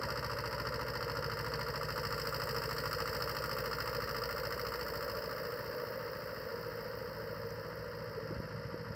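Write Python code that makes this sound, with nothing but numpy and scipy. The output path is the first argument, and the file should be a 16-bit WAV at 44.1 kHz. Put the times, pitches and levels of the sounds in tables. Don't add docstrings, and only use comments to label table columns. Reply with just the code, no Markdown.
import sys
import numpy as np
from scipy import signal
from scipy.fft import rfft, irfft
from scipy.io import wavfile
from scipy.ndimage import uniform_filter1d

SR = 44100
rng = np.random.default_rng(int(sys.argv[2]) if len(sys.argv) > 2 else 0)


def unload_audio(sound):
    columns = np.transpose(np.atleast_2d(sound))
    steps = np.round(np.clip(columns, -1, 1) * 32767)
    wavfile.write(sys.argv[1], SR, steps.astype(np.int16))


N = 394694

# place [part of a cycle], thump_db, puff_facing_db, puff_away_db, upper_puff_db, top_facing_db, top_away_db
CYLINDERS = [(0.198, -1, -3, 0, -1.5, -3, 0), (0.447, 8, 5.5, -21, -0.5, 4, -19),
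             (0.699, 3, 2, -3, -3, 0, -1), (0.951, -1, -14.5, -12, -20, -10, 5)]
# time_s, speed [four-stroke cycles per s]
ENGINE_SPEED = [(0.0, 14.203), (0.9, 14.048), (1.35, 13.584), (2.0, 13.63), (3.6, 13.741), (4.4, 13.947),
                (5.0, 13.932), (5.6, 14.417), (6.2, 14.133), (6.9, 13.973), (7.7, 14.021), (8.95, 13.85)]


def exhaust(drone_db, hum_db, away):
    # pitch_hz, width_hz, level_db (relative)
    pipe_modes = [(113, 53, 5.5), (184, 54, -7), (247, 61, 1), (301, 18, -2)]
    # multiple [of the cycle rate], facing_db, away_db (relative)
    drone_groups = [
        [(5, -7, -14), (6, -13, -33), (7, -7, -8), (8, -11, 0)],
        [(9, -0.5, -13), (10, -2.5, -38), (12, -15.5, -1), (19, -14.5, -35)],
        [(13, -33, -3), (14, -25, -10), (15, -16.5, -7), (16, -9.5, -17.), (17, -20, -21)],
    ]
    crests = 0.82, 0.785, 0.68

    place, thump_db = np.transpose(CYLINDERS)[:2]
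    firings = strikes(place + 0.035, thump_db, spread_db=1.7, jitter_s=0.00025)
    thump = -evened(ring(firings, pipe_modes))
    drone = 0
    for group, crest in zip(drone_groups, crests):
        drone = drone + tones(group, away, crest, waver_db=1.8)
    hum = amp(hum_db) * tones([(4, 0, 0)], 0, crests[0], waver_db=0.5)
    pipe = pipe_gain(drone_db, away) * tones([(11, 0, 0)], 0, crests[1], waver_db=0.54)
    return amp(drone_db - 7.0) * drone + amp(drone_db - 12.5) * thump + hum + pipe


def pipe_gain(drone_db, away):
    resonance_hz, half_width_hz, resonance_db = 150, 1.4, -53.5
    off_pipe_db, off_pipe_away_db = -18, 10.5
    detune = (11 * curves(ENGINE_SPEED)[0] - resonance_hz) / half_width_hz
    elsewhere = amp(drone_db + off_pipe_db + off_pipe_away_db * away)
    return amp(resonance_db) / (1 + detune ** 2) + elsewhere


def casing(roar_db, away):
    # place [part of a cycle], level_db (relative)
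    jolts = [(.01, -.5), (.31, -6.), (.59, -6.), (.74, -5.)]
    # pitch_hz, width_hz, level_db (relative)
    panel_modes = [(500, 37, -7.5), (537, 76, 0.5), (600, 97, 0)]
    # [per Hz, relative]
    roar_colour = [(26, -43), (45, -14), (118, -4.5), (254, -13), (366, -38), (447, 2), (478, 4.5),
                   (574, -1.5), (736, -35), (945, -7), (1080, -14.5), (1390, -10), (1870, -12), (2070, -18),
                   (2400, -27.5), (3120, -62), (5280, -120)]
    # multiple [of the cycle rate], facing_db, away_db (relative)
    whine_tones = [(32, -17., -20.), (33, -19., -17.), (34, -7., -10.), (36, -16., -14.), (37, -12., -14.),
                   (38, -18., -16.), (41, -12., -15.)]

    place, jolt_db = np.transpose(jolts)
    blows = strikes(place, jolt_db, spread_db=1.03, jitter_s=0.00045)
    swell = 0.28 + gate(blows, rise_s=0.0023, hold_s=0.0043, fall_s=0.0035)
    shaken = swell * rng.standard_normal(N) + 5.0 * blows
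    panels = amp(-5.5) * evened(ring(shaken, panel_modes))
    roar = amp(-1.5) * noise(roar_colour)
    whine = tones(whine_tones, away, 0.04, waver_db=2.1)
    return amp(roar_db) * (panels + roar + whine)


def valves(low_db, knock_db, away):
    # place [part of a cycle], cover_db, low_cover_db, rattle_db (relative)
    knocks = [(.192, -.5, -9., -6.), (.31, -4., -12., -10.), (.447, -3.5, -.5, -1.), (.565, -10., -8., -8.),
              (.7, -20., -10., -12.)]
    # pitch_hz, width_hz, level_db (relative)
    close_modes = [(1173, 52, -.5), (1287, 52, -2.), (1406, 52, -1.5)]
    wide_modes = [(1596, 237, 4.5), (1824, 162, 1.5), (2010, 106, -17), (2660, 93, -13.5)]
    low_modes = [(996, 89, 4), (1077, 110, 8)]

    place, *levels = np.transpose(knocks)
    blows, low_blows, shakes = (strikes(place, db, spread_db=1.2, jitter_s=0.0002) for db in levels)
    swell = gate(shakes, rise_s=0.003, hold_s=0.003, fall_s=0.007)
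    rattle = (0.005 + 0.016 * away + 0.026 * swell) * rng.standard_normal(N)
    close = ring(blows, close_modes, swell_s=0.0028) + ring(rattle, close_modes)
    wide = ring(0.23 * blows, wide_modes, swell_s=0.00188) + 1.36 * ring(rattle, wide_modes)
    low = ring(0.5 * low_blows + 1.2 * rattle, low_modes, swell_s=0.002033)
    return amp(low_db - 10.0) * levelled(low) + amp(knock_db - 1.0) * levelled(close + wide)


def leak(puff_db, upper_db, top_low_db, top_high_db, away):
    # [per Hz, relative]
    puff_colour = [(1290, -19), (2200, -10.5), (2310, -12), (2650, -9), (3010, -10.5), (3520, -20),
                   (3980, -15), (4320, -2), (5160, 3.5), (5400, -1.5), (6500, -28.5), (8450, -61),
                   (14300, -120)]
    upper_colour = [(6300, -21), (7000, -6), (7900, -1.5), (8700, -7.5), (9500, -17.5), (10500, -15.5)]
    top_low_colour = [(9500, -18.5), (11000, -9.5), (12300, -2), (13300, -5.5), (14200, -15)]
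    top_high_colour = [(12500, -26), (13500, -11), (14500, -7), (15300, -8), (15900, -13)]

    place, _, *levels = np.transpose(CYLINDERS)
    puff, puff_away, upper, top, top_away = (
        gate(strikes(place - 0.012, db, spread_db=1.4, jitter_s=0.0004), rise_s=0.005, hold_s=0.005, fall_s=0.005)
        for db in levels)
    sputter = amp(0.44 * evened(uniform_filter1d(rng.standard_normal(N), 40)))
    mid = (1 - away) * (0.12 + puff * sputter) + away * (1.27 + puff_away)
    bright = 0.12 + 1.0 * away + upper * sputter
    high = (1 - away) * (0.2 + top * sputter) + away * (0.55 + top_away)
    mid_hiss = amp(puff_db) * levelled(mid) * noise(puff_colour)
    upper_hiss = amp(upper_db) * levelled(bright) * noise(upper_colour)
    fizz = amp(top_low_db) * noise(top_low_colour) + amp(top_high_db) * noise(top_high_colour)
    return mid_hiss + upper_hiss + levelled(high) * fizz


def grit():
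    # start_s, level_db, fade_s [time to fall 60 dB]
    ticks = [(7.461, -58., .015), (7.506, -50., .02), (7.685, -61., .015)]
    t, envelope = np.arange(N) / SR, 0
    for start_s, level_db, fade_s in ticks:
        envelope = envelope + (t > start_s) * amp(level_db - 60 * abs(t - start_s) / fade_s)
    colour = [(3500, -20), (5600, 0), (7000, -22), (9500, -26), (13000, -15), (15900, -16)]
    return envelope * noise(colour)


def wind():
    # time_s, level_db
    rumble_level = [(7.6, -78), (8., -64), (8.35, -50), (8.6, -55), (8.95, -51)]
    # middle_s, level_db, pitch_hz, half_length_s
    bumps = [(8.181, -36, 436, 0.0057), (8.312, -34, 334, 0.0046), (8.3665, -31, 149, 0.002),
             (8.382, -38, 75, 0.01), (8.403, -26, 142, 0.0012), (8.555, -34.5, 140, 0.0064),
             (8.575, -38, 130, 0.0045), (8.655, -34, 142, 0.0049), (8.744, -30.5, 394, 0.0017),
             (8.907, -34, 130, .004)]
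    rumble = noise([(40, -14.0), (80, -1.0), (170, 5.0), (400, -15.0)])
    out = amp(curves(rumble_level)[0]) * rumble
    for middle_s, level_db, pitch_hz, half_length_s in bumps:
        t = np.arange(N) / SR - middle_s
        swell = np.exp(-(t / half_length_s) ** 2)
        out = out + amp(level_db) * swell * np.sin(2 * np.pi * pitch_hz * t)
    return out


def crank():
    return np.cumsum(curves(ENGINE_SPEED)[0]) / SR


def strikes(place, db, spread_db, jitter_s):
    s, cycles = np.arange(N) / SR, crank()
    at = (np.arange(int(cycles[-1]) + 1)[:, None] + place).ravel()
    size, shift = rng.standard_normal((len(at), 2)).T
    size = amp(np.resize(db, len(at)) + spread_db * size) * (at < cycles[-1])
    moment_s = np.interp(at, cycles, s) + jitter_s * shift
    sample = np.clip(moment_s * SR, 0, N - 1).astype(int)
    return np.bincount(sample, size, N)


def tones(rows, away, place, waver_db):
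    cycles, out = crank() - place, 0
    for multiple, facing_db, away_db in rows:
        waver = np.interp(np.arange(N), np.linspace(0, N, num=30), rng.standard_normal(30))
        level_db = facing_db + away * (away_db - facing_db) + waver_db * waver
        out = out + amp(level_db) * np.cos(2 * np.pi * multiple * cycles)
    return np.sqrt(2) * out


def ring(x, modes, swell_s=1 / SR):
    t, body = np.arange(SR // 8) / SR, 0
    for pitch_hz, width_hz, level_db in modes:
        decay = np.exp(-np.pi * width_hz * t)
        body = body + amp(level_db) * decay * np.sin(2 * np.pi * pitch_hz * (t - swell_s))
    return signal.oaconvolve(x, np.minimum(t / swell_s, 1) ** 2 * body)[:N]


def gate(x, rise_s, hold_s, fall_s):
    t = np.arange(SR // 10) / SR
    rise = np.sin(np.pi / 2 * np.minimum(t / rise_s, 1)) ** 2
    fall = np.exp(-np.maximum(t - hold_s, 0) / fall_s)
    return signal.oaconvolve(x, rise * fall)[:N]


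def noise(colour):
    hz = np.fft.rfftfreq(N, 1 / SR) + 1
    pitch_hz, level_db = np.transpose(colour)
    gain = amp(np.interp(np.log(hz), np.log(pitch_hz), level_db, -90, -90))
    return evened(irfft(rfft(rng.standard_normal(N)) * gain, N))


def amp(db):
    return 10 ** (np.asarray(db) / 20)


def evened(x):
    return x / np.sqrt(np.mean(x ** 2) + 1e-20)


def levelled(x):
    return x / np.sqrt(uniform_filter1d(x ** 2, SR // 2))


def curves(rows):
    s, *columns = np.transpose(rows)
    return [np.interp(np.arange(N) / SR, s, column) for column in columns]


def step(s, length_s):
    return 0.5 + 0.5 * np.tanh((np.arange(N) / SR - s) / (2 * length_s))


def scene():
    # time_s, loss_db [as the vehicle turns and recedes], treble_lift_db, drone_db [setting]
    drive = [(0, 0, 0.5, -42.5), (.9, -0.5, -2, -43.5), (1.8, 0, 0, -44.5), (2.25, 0.5, 3.5, -45),
             (3.15, 1, 2.5, -45.5), (4.05, .5, -0.5, -48), (4.95, -2.5, 3, -50), (5.85, -6.5, -1, -52.5),
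             (6.75, -8, -0.5, -51), (7.3, -10, 0.5, -46.5), (8.1, -10, -1.5, -47), (8.95, -10, -4, -47.5)]
    # time_s, casing_roar_db [setting], hiss_above_13_khz_db
    bands = [(0, -43.5, -65), (1.8, -44.5, -62), (2.25, -44, -56.5), (4.95, -42, -55.5), (6.3, -44, -61.5),
             (7.2, -45, -63), (8.1, -46, -70), (8.55, -46.5, -78), (8.95, -48.5, -81)]
    # base_db, loss_share, lift_share [parts of the drive]
    hiss = [(-48, 0.99, 0.33), (-65, 1.22, 1), (-62.5, 0.8, 0.72)]
    tip_s, tip_length_s = 5.57, 0.22
    facing, turned = 0.14, 0.72

    loss_db, lift_db, drone_db = curves(drive)
    roar_db, top_db = curves(bands)
    away = facing + (turned - facing) * step(tip_s, tip_length_s)
    hum_db = -55 - 10 * step(5.2, tip_length_s)
    low_db = -44.5 + 1.7 * (drone_db + 45) + 0.47 * loss_db
    knock_db = -42 + loss_db
    hiss_db = [db + loss_share * loss_db + lift_share * lift_db for db, loss_share, lift_share in hiss]

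    engine = exhaust(drone_db, hum_db, away) + casing(roar_db, away) + valves(low_db, knock_db, away)
    puffs = leak(*hiss_db, top_db, away)
    return (engine + puffs + grit() + wind())[None]


def record(dry):
    # pitch_hz, half_width_hz, depth_db
    hollows = [(742, 69, -8.5), (2310, 134, -6.5), (3506, 235, -11.5), (4074, 54, -14), (6600, 110, -10)]
    edge_hz = 15780
    hz = np.fft.rfftfreq(N, 1 / SR)
    response_db = sum(db * np.exp(-((hz - pitch) / width) ** 2) for pitch, width, db in hollows)
    hollow = irfft(rfft(dry) * amp(response_db), N)
    thin = signal.sosfilt(signal.butter(4, 48, "high", fs=SR, output="sos"), hollow)
    band_limit = signal.firwin(511, edge_hz, window=("kaiser", 9), fs=SR)
    return signal.oaconvolve(thin, band_limit[None], "same")


dry = scene()
out = record(dry)
unload_audio(out)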